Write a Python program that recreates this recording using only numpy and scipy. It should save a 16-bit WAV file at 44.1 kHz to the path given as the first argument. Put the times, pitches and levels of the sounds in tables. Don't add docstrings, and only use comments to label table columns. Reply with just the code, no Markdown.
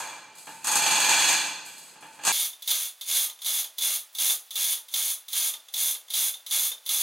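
import sys
import numpy as np
from scipy import signal
from scipy.fft import rfft, irfft, next_fast_len
from scipy.io import wavfile

SR = 44100
rng = np.random.default_rng(int(sys.argv[2]) if len(sys.argv) > 2 else 0)


def output_pcm(signal):
    pcm = np.clip(np.atleast_2d(signal).T, -1, 1) * 32767
    wavfile.write(sys.argv[1], SR, np.round(pcm).astype(np.int16))


N = 309613
TIME = np.arange(N) / SR
CUT_S, FAST = 2.321, 4
TOP_HZ = 15800

# start_s, rise_s, length_s, sag_db (fall over the pull), snap_db, links_db, wheel_db, rumble_db
PULLS = [ (0.0, 0.0016, 0.026, 12, -30, -32.5, -31, -35), (0.67, 0.21, 0.63, -2.5, -17.5, -22.5, -30, -41),
         (2.25, .025, 0.028, -1.5, -18, -23, -28.5, -16), (2.322, 0.0025, 0.13, 1, -21, -27, -31, -34),
         (2.676, 0.0084, 0.18, 5, -13.5, -29.5, -33, -25), (3.079, 0.081, 0.16, 6, -34, -23.5, -28, -23),
         (3.446, 0.02, 0.15, -3, -21, -27.5, -32, -25), (3.81, 0.011, 0.15, 3, -21, -26.5, -31, -24),
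         (4.185, 0.01, .13, -2.5, -15, -24, -29.5, -22), (4.556, 0.023, 0.17, -1.5, -15.5, -27, -32, -27),
         (4.939, 0.022, 0.18, 0, -12, -27.5, -33, -28), (5.33, .03, 0.15, -0.5, -16, -26, -31, -26),
         (5.763, 0.015, 0.14, -2.5, -19, -25, -32.5, -28), (6.137, .015, 0.14, 0.5, -13, -25, -31, -22),
         (6.51, 0.0064, 0.16, 2, -15.5, -25, -31, -23), (6.891, 0.0086, 0.27, -8, -12, -23.5, -30.5, -27), ]
# start_s, length_s, level_db (relative)
REACHES = [(0.347, 0.088, -49), (0.445, .18, -47), (1.644, .3, -46.5), (2.006, 0.19, -52),
           (2.977, .045, -59), (4.125, .025, -49), (4.437, 0.038, -51)]
# start_s, level_db (relative)
KNOCKS = [(0.471, -30.5), (0.753, -24), (1.957, -41), (2.025, -34), (2.19, -34.5), (2.27, -20),
          (2.531, -35), (3.297, -28), (3.389, -39), (3.642, -23.5), (4.297, -17), (4.774, -28),
          (5.537, -24), (5.684, -35.5), (5.949, -26), (6.082, -37), (6.339, -27.5), (6.716, -23.5)]
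# start_s, level_db (relative)
GRABS = [(0.644, -22.5), (2.622, -26), (3.011, -21.5), (3.418, -25), (3.783, -16.5), (4.15, -24),
         (4.507, -23), (4.884, -32), (5.283, -25.5), (5.739, -16), (6.103, -20.5), (6.464, -23.5),
         (6.862, -21)]
# start_s, level_db (relative)
JOLTS = [(0.715, -16.5), (0.755, -13), (2.268, -15.5), (2.709, -11), (3.461, -15), (4.206, -26),
         (6.156, -22)]
# pitch_hz, level_db (energy against the knock), t60_s
WHEEL_RING = [(905, -22, 0.35), (2344, -30, 0.28)]

# frequency_hz, level_db
STEEL = [(8, -39), (30, -45.5), (70, -22), (140, -13), (300, -10.5), (550, -8.5), (900, 1.5), (1900, -3),
         (3000, 0), (5400, -6), (7500, 0), (10000, -7), (12500, -11.5), (15000, -23.5)]
# centre_hz, width_hz, level_db
MODES = [(163, 25, 5), (217, 14, 8), (303, 25, 8), (541, 45, 6), (692, 14, 5), (811, 25, 6), (875, 80, 11),
         (1005, 45, 6), (1523, 45, 7), (1664, 150, 7), (2204, 45, -26), (2361, 12, 4), (2366, 80, 14),
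         (2539, 80, 11), (2636, 45, 4), (2819, 150, 8), (3100, 45, -17), (3208, 45, 10), (3349, 25, 11),
         (3424, 45, 12), (3662, 80, 4), (3986, 80, 7), (4094, 45, -14), (4245, 80, 12), (4418, 300, 6),
         (4785, 300, 6), (5951, 80, 6), (6103, 80, -14), (6502, 300, 13), (8090, 300, 4), (8996, 30, 6)]
# frequency_hz, level_db
KNOCK_TILT = [(100, 6.5), (500, 0), (900, -1), (1500, -0.5), (2400, -4.5), (5000, -17), (15000, -17)]
SNAP_TILT = [(100, -3.5), (500, -4), (900, 0.5), (1400, -1), (3000, -5), (7000, 4.5), (15000, 9.5)]
SLACK_TILT = [(100, -10), (900, -14), (2500, -13), (5000, -1.5), (6500, -4.5), (8000, 3), (15000, 7.5)]
# frequency_hz, level_db
WHEEL_TILT = [(30, 7), (100, -3), (500, 3), (900, 1.5), (1150, 3), (1500, -0.5), (2200, 0), (5000, -87)]
LINK_TILT = [(400, -37), (900, -21), (1200, -12), (1550, 2), (4000, 1.5), (15000, 5)]
# frequency_hz, level_db
AIR = [(10, -44), (45, -26), (90, -16.5), (170, -4.5), (400, -4.5), (900, -3), (3000, -9), (15000, -31)]
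# frequency_hz, level_db
RUMBLE = [(10, 4.5), (30, -11), (100, -7.5), (180, -7.5), (500, -50)]
# frequency_hz, side_minus_mid_db
WIDTH = [(20, -19), (100, -41), (350, -117), (700, -28), (1300, -36.5), (2400, -18), (4400, -8),
         (8100, -6.5), (15000, 2)]
# frequency_hz, t60_s
ROOM = [(100, 1.6), (500, 0.9), (1500, 0.86), (4000, 0.85), (8000, 0.61), (15000, 0.21)]

TAKE_UP_S = 0.041
TAKE_UP_DB, TAKE_UP_GROWS_DB = -9, 15.5
START_DB = -8.5
COAST_DB_PER_S = 98.5


def amp(db):
    return 10 ** (np.asarray(db) / 20)


def along(points, hz):
    table_hz, values = np.transpose(points)
    return np.interp(np.log(hz + 1), np.log(table_hz), values)


def at_speed(rows, speed):
    return [row for row in rows if (row[0] < CUT_S) == (speed == 1)]


def workshop(speed, air_db=-58.5):
    size = next_fast_len(N, True)
    hz = np.fft.rfftfreq(size, 1 / SR) / speed
    spectra = rfft(rng.standard_normal((2, size))) * amp(along(AIR, hz))
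    mid = irfft(spectra[0], size)[:N]
    side = irfft(spectra[1] * amp(along(WIDTH, hz)), size)[:N]
    heard = (TIME < CUT_S) == (speed == 1)
    return amp(air_db) * heard * np.array([mid + side, mid - side]) / mid.std()


def effort(start_s, rise_s, length_s, sag_db, speed):
    age = TIME - start_s
    early = np.clip(-age / TAKE_UP_S, 0, 1)
    take_up = (early < 1) * amp(TAKE_UP_DB - TAKE_UP_GROWS_DB * early)
    build_db = START_DB * np.clip(1 - age / rise_s, 0, 1)
    hold_db = sag_db * (.5 - np.clip(age / length_s, 0, 1))
    coast_db = -COAST_DB_PER_S * speed * np.clip(age - length_s, 0, 1)
    return np.where(age < 0, take_up, amp(build_db + hold_db + coast_db))


def rumble(gain_db=-47, side_db=-1, share=0.47, fade_db=1):
    size = next_fast_len(N, True)
    colour = amp(along(RUMBLE, np.fft.rfftfreq(size, 1 / SR)))
    mid, side = irfft(rfft(rng.standard_normal((2, size))) * colour, size)[:, :N]
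    side = amp(side_db) * side
    pair = np.array([mid + side, mid - side]) / mid.std()
    swell = np.zeros(N)
    for speed in (1, FAST):
        for start_s, rise_s, length_s, *_, rumble_db in at_speed(PULLS, speed):
            pull = effort(start_s, rise_s, share * length_s, fade_db, speed)
            swell += amp(rumble_db) * (TIME > start_s) * pull
    return amp(gain_db) * swell * pair


def housing_db(hz):
    modes_db = sum(db / (1 + (2 * (hz - centre) / width) ** 2) for centre, width, db in MODES)
    return along(STEEL, hz) + modes_db


def causal(gain):
    cepstrum = irfft(np.log(np.maximum(gain, 1e-6)))
    half = len(cepstrum) // 2
    cepstrum[1:half] *= 2
    cepstrum[half + 1:] = 0
    return np.exp(rfft(cepstrum))


def ringer(speed):
    size = 2 ** 15 // speed
    t = np.arange(size) / SR * speed
    hz = np.fft.rfftfreq(size, 1 / SR) / speed
    body_db, width = housing_db(hz), amp(along(WIDTH, hz))
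    cut = round(CUT_S * SR)
    start, end = (0, cut) if speed == 1 else (cut, N)

    def sound(contacts, tilt=None, crack_db=10, crack_t60=0.011, early_db=5, early_t60=0.21, rise_s=0.00088):
        bins, frames, cells = signal.stft(rng.standard_normal((2, size)), SR, nperseg=256)
        decay = amp(-60 * speed * frames / along(ROOM, bins / speed)[:, None])
        tail = signal.istft(cells * decay, SR, nperseg=256)[1][:, :size]
        early = amp(crack_db - 60 * t / crack_t60) + amp(early_db - 60 * t / early_t60)
        answer = tail + early * rng.standard_normal((2, size))
        answer *= 1 - np.exp(-t / rise_s)
        colour = causal(amp(body_db + (along(tilt, hz) if tilt else 0)))
        mid, side = irfft(rfft(answer) * [colour, colour * width])
        pair = np.float32([mid + side, mid - side] / np.linalg.norm(mid))
        part = np.float32(contacts[None, start:end])
        out = np.zeros((2, N), np.float32)
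        out[:, start:end] = signal.oaconvolve(part, pair, axes=1)[:, :end - start]
        return out
    return sound


def impulses(times, sizes):
    return np.bincount(np.round(np.asarray(times) * SR).astype(int), sizes, N)[:N]


def rattle(per_s, scatter_db):
    chance = rng.random(N) * SR / per_s
    at = np.flatnonzero(chance < 1)
    hits = np.zeros(N)
    hits[at] = (-1) ** at * amp(-scatter_db * np.log(chance[at]))
    return hits / hits.std()


def slack(sound, speed, jingle_db=1.5, sway_db=-59, settle_db_per_s=40):
    swing = np.zeros(N)
    for start_s, length_s, level_db in REACHES:
        during = (TIME >= start_s) & (TIME < start_s + length_s)
        swing += during * amp(level_db + jingle_db - settle_db_per_s * abs(TIME - start_s))
    jingle = sound(swing * rattle(per_s=220 * speed, scatter_db=3.0), SLACK_TILT)
    stray = rattle(per_s=120 * speed, scatter_db=3)
    return jingle + sound(amp(sway_db) * stray)


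def blows(rows, speed, gain_db, bounce_s=.007, bounce_db=-7, count=3):
    start_s, level_db = np.transpose(rows)[:, :, None]
    gaps = rng.uniform(.5, 2, (len(rows), count)) * bounce_s / speed
    times = start_s + np.cumsum(gaps, axis=1) - gaps[:, :1]
    sizes = amp(level_db + gain_db + bounce_db * np.arange(count)) / np.sqrt(speed)
    return impulses(times.ravel(), sizes.ravel())


def ring_on(contacts, speed):
    t = np.arange(SR // speed) / SR * speed
    ring = np.zeros(len(t))
    for pitch_hz, level_db, t60_s in WHEEL_RING:
        tone = np.sin(2 * np.pi * pitch_hz * t) * amp(-60 * t / t60_s)
        ring += amp(level_db) * tone / np.linalg.norm(tone)
    return contacts + signal.oaconvolve(contacts, ring * np.sqrt(speed))[:N]


def wheel_knocks(sound, speed):
    contacts = blows(at_speed(KNOCKS, speed), speed, gain_db=21.5)
    return sound(ring_on(contacts, speed), KNOCK_TILT)


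def chain_snaps(sound, speed):
    snaps = [(start_s, snap_db) for start_s, _, _, _, snap_db, *_ in PULLS]
    rows = at_speed(GRABS + snaps + JOLTS, speed)
    return sound(blows(rows, speed, gain_db=23.0), SNAP_TILT)


def pawl(speed, teeth_per_s=22, unevenness=.13, count=1200):
    gaps, sizes = rng.standard_normal((count, 2)).T
    times = np.cumsum(np.exp(unevenness * gaps)) / (teeth_per_s * speed)
    heard = times < N / SR
    ticks = impulses(times[heard], amp(1.5 * sizes[heard]))
    return ticks / ticks.std()


def hauling(sound, speed, strand_db=-4.5, pawl_db=-4, turns_per_s=.37, wheel_sag_db=4):
    links, wheel = np.zeros((2, N))
    for start_s, rise_s, length_s, sag_db, _, links_db, wheel_db, _ in at_speed(PULLS, speed):
        links += amp(links_db) * effort(start_s, rise_s, length_s, sag_db, speed)
        wheel += amp(wheel_db) * effort(start_s, rise_s, length_s, sag_db + wheel_sag_db, speed)
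    angle = 2 * np.pi * turns_per_s * speed * TIME
    trains = [amp(pawl_db) * pawl(speed)]
    for share in (np.cos(angle), np.sin(angle)):
        strand = rattle(per_s=280 * speed, scatter_db=1.52)
        trains.append(amp(strand_db) * np.sqrt(2) * share * strand)
    return sum(sound(links * hits, LINK_TILT) + sound(wheel * hits, WHEEL_TILT) for hits in trains)


def hoist(speed):
    sound = ringer(speed)
    between_pulls = slack(sound, speed) + wheel_knocks(sound, speed)
    pulls = chain_snaps(sound, speed) + hauling(sound, speed)
    return workshop(speed) + between_pulls + pulls


def scene():
    return (rumble() + hoist(1) + hoist(FAST)) * amp([[-.4], [.4]])


def record(dry):
    size = next_fast_len(N + SR // 2)
    kept = np.fft.rfftfreq(size, 1 / SR) < TOP_HZ
    return irfft(rfft(dry, size) * kept, size)[:, :N]


dry = scene()
out = record(dry)
output_pcm(out)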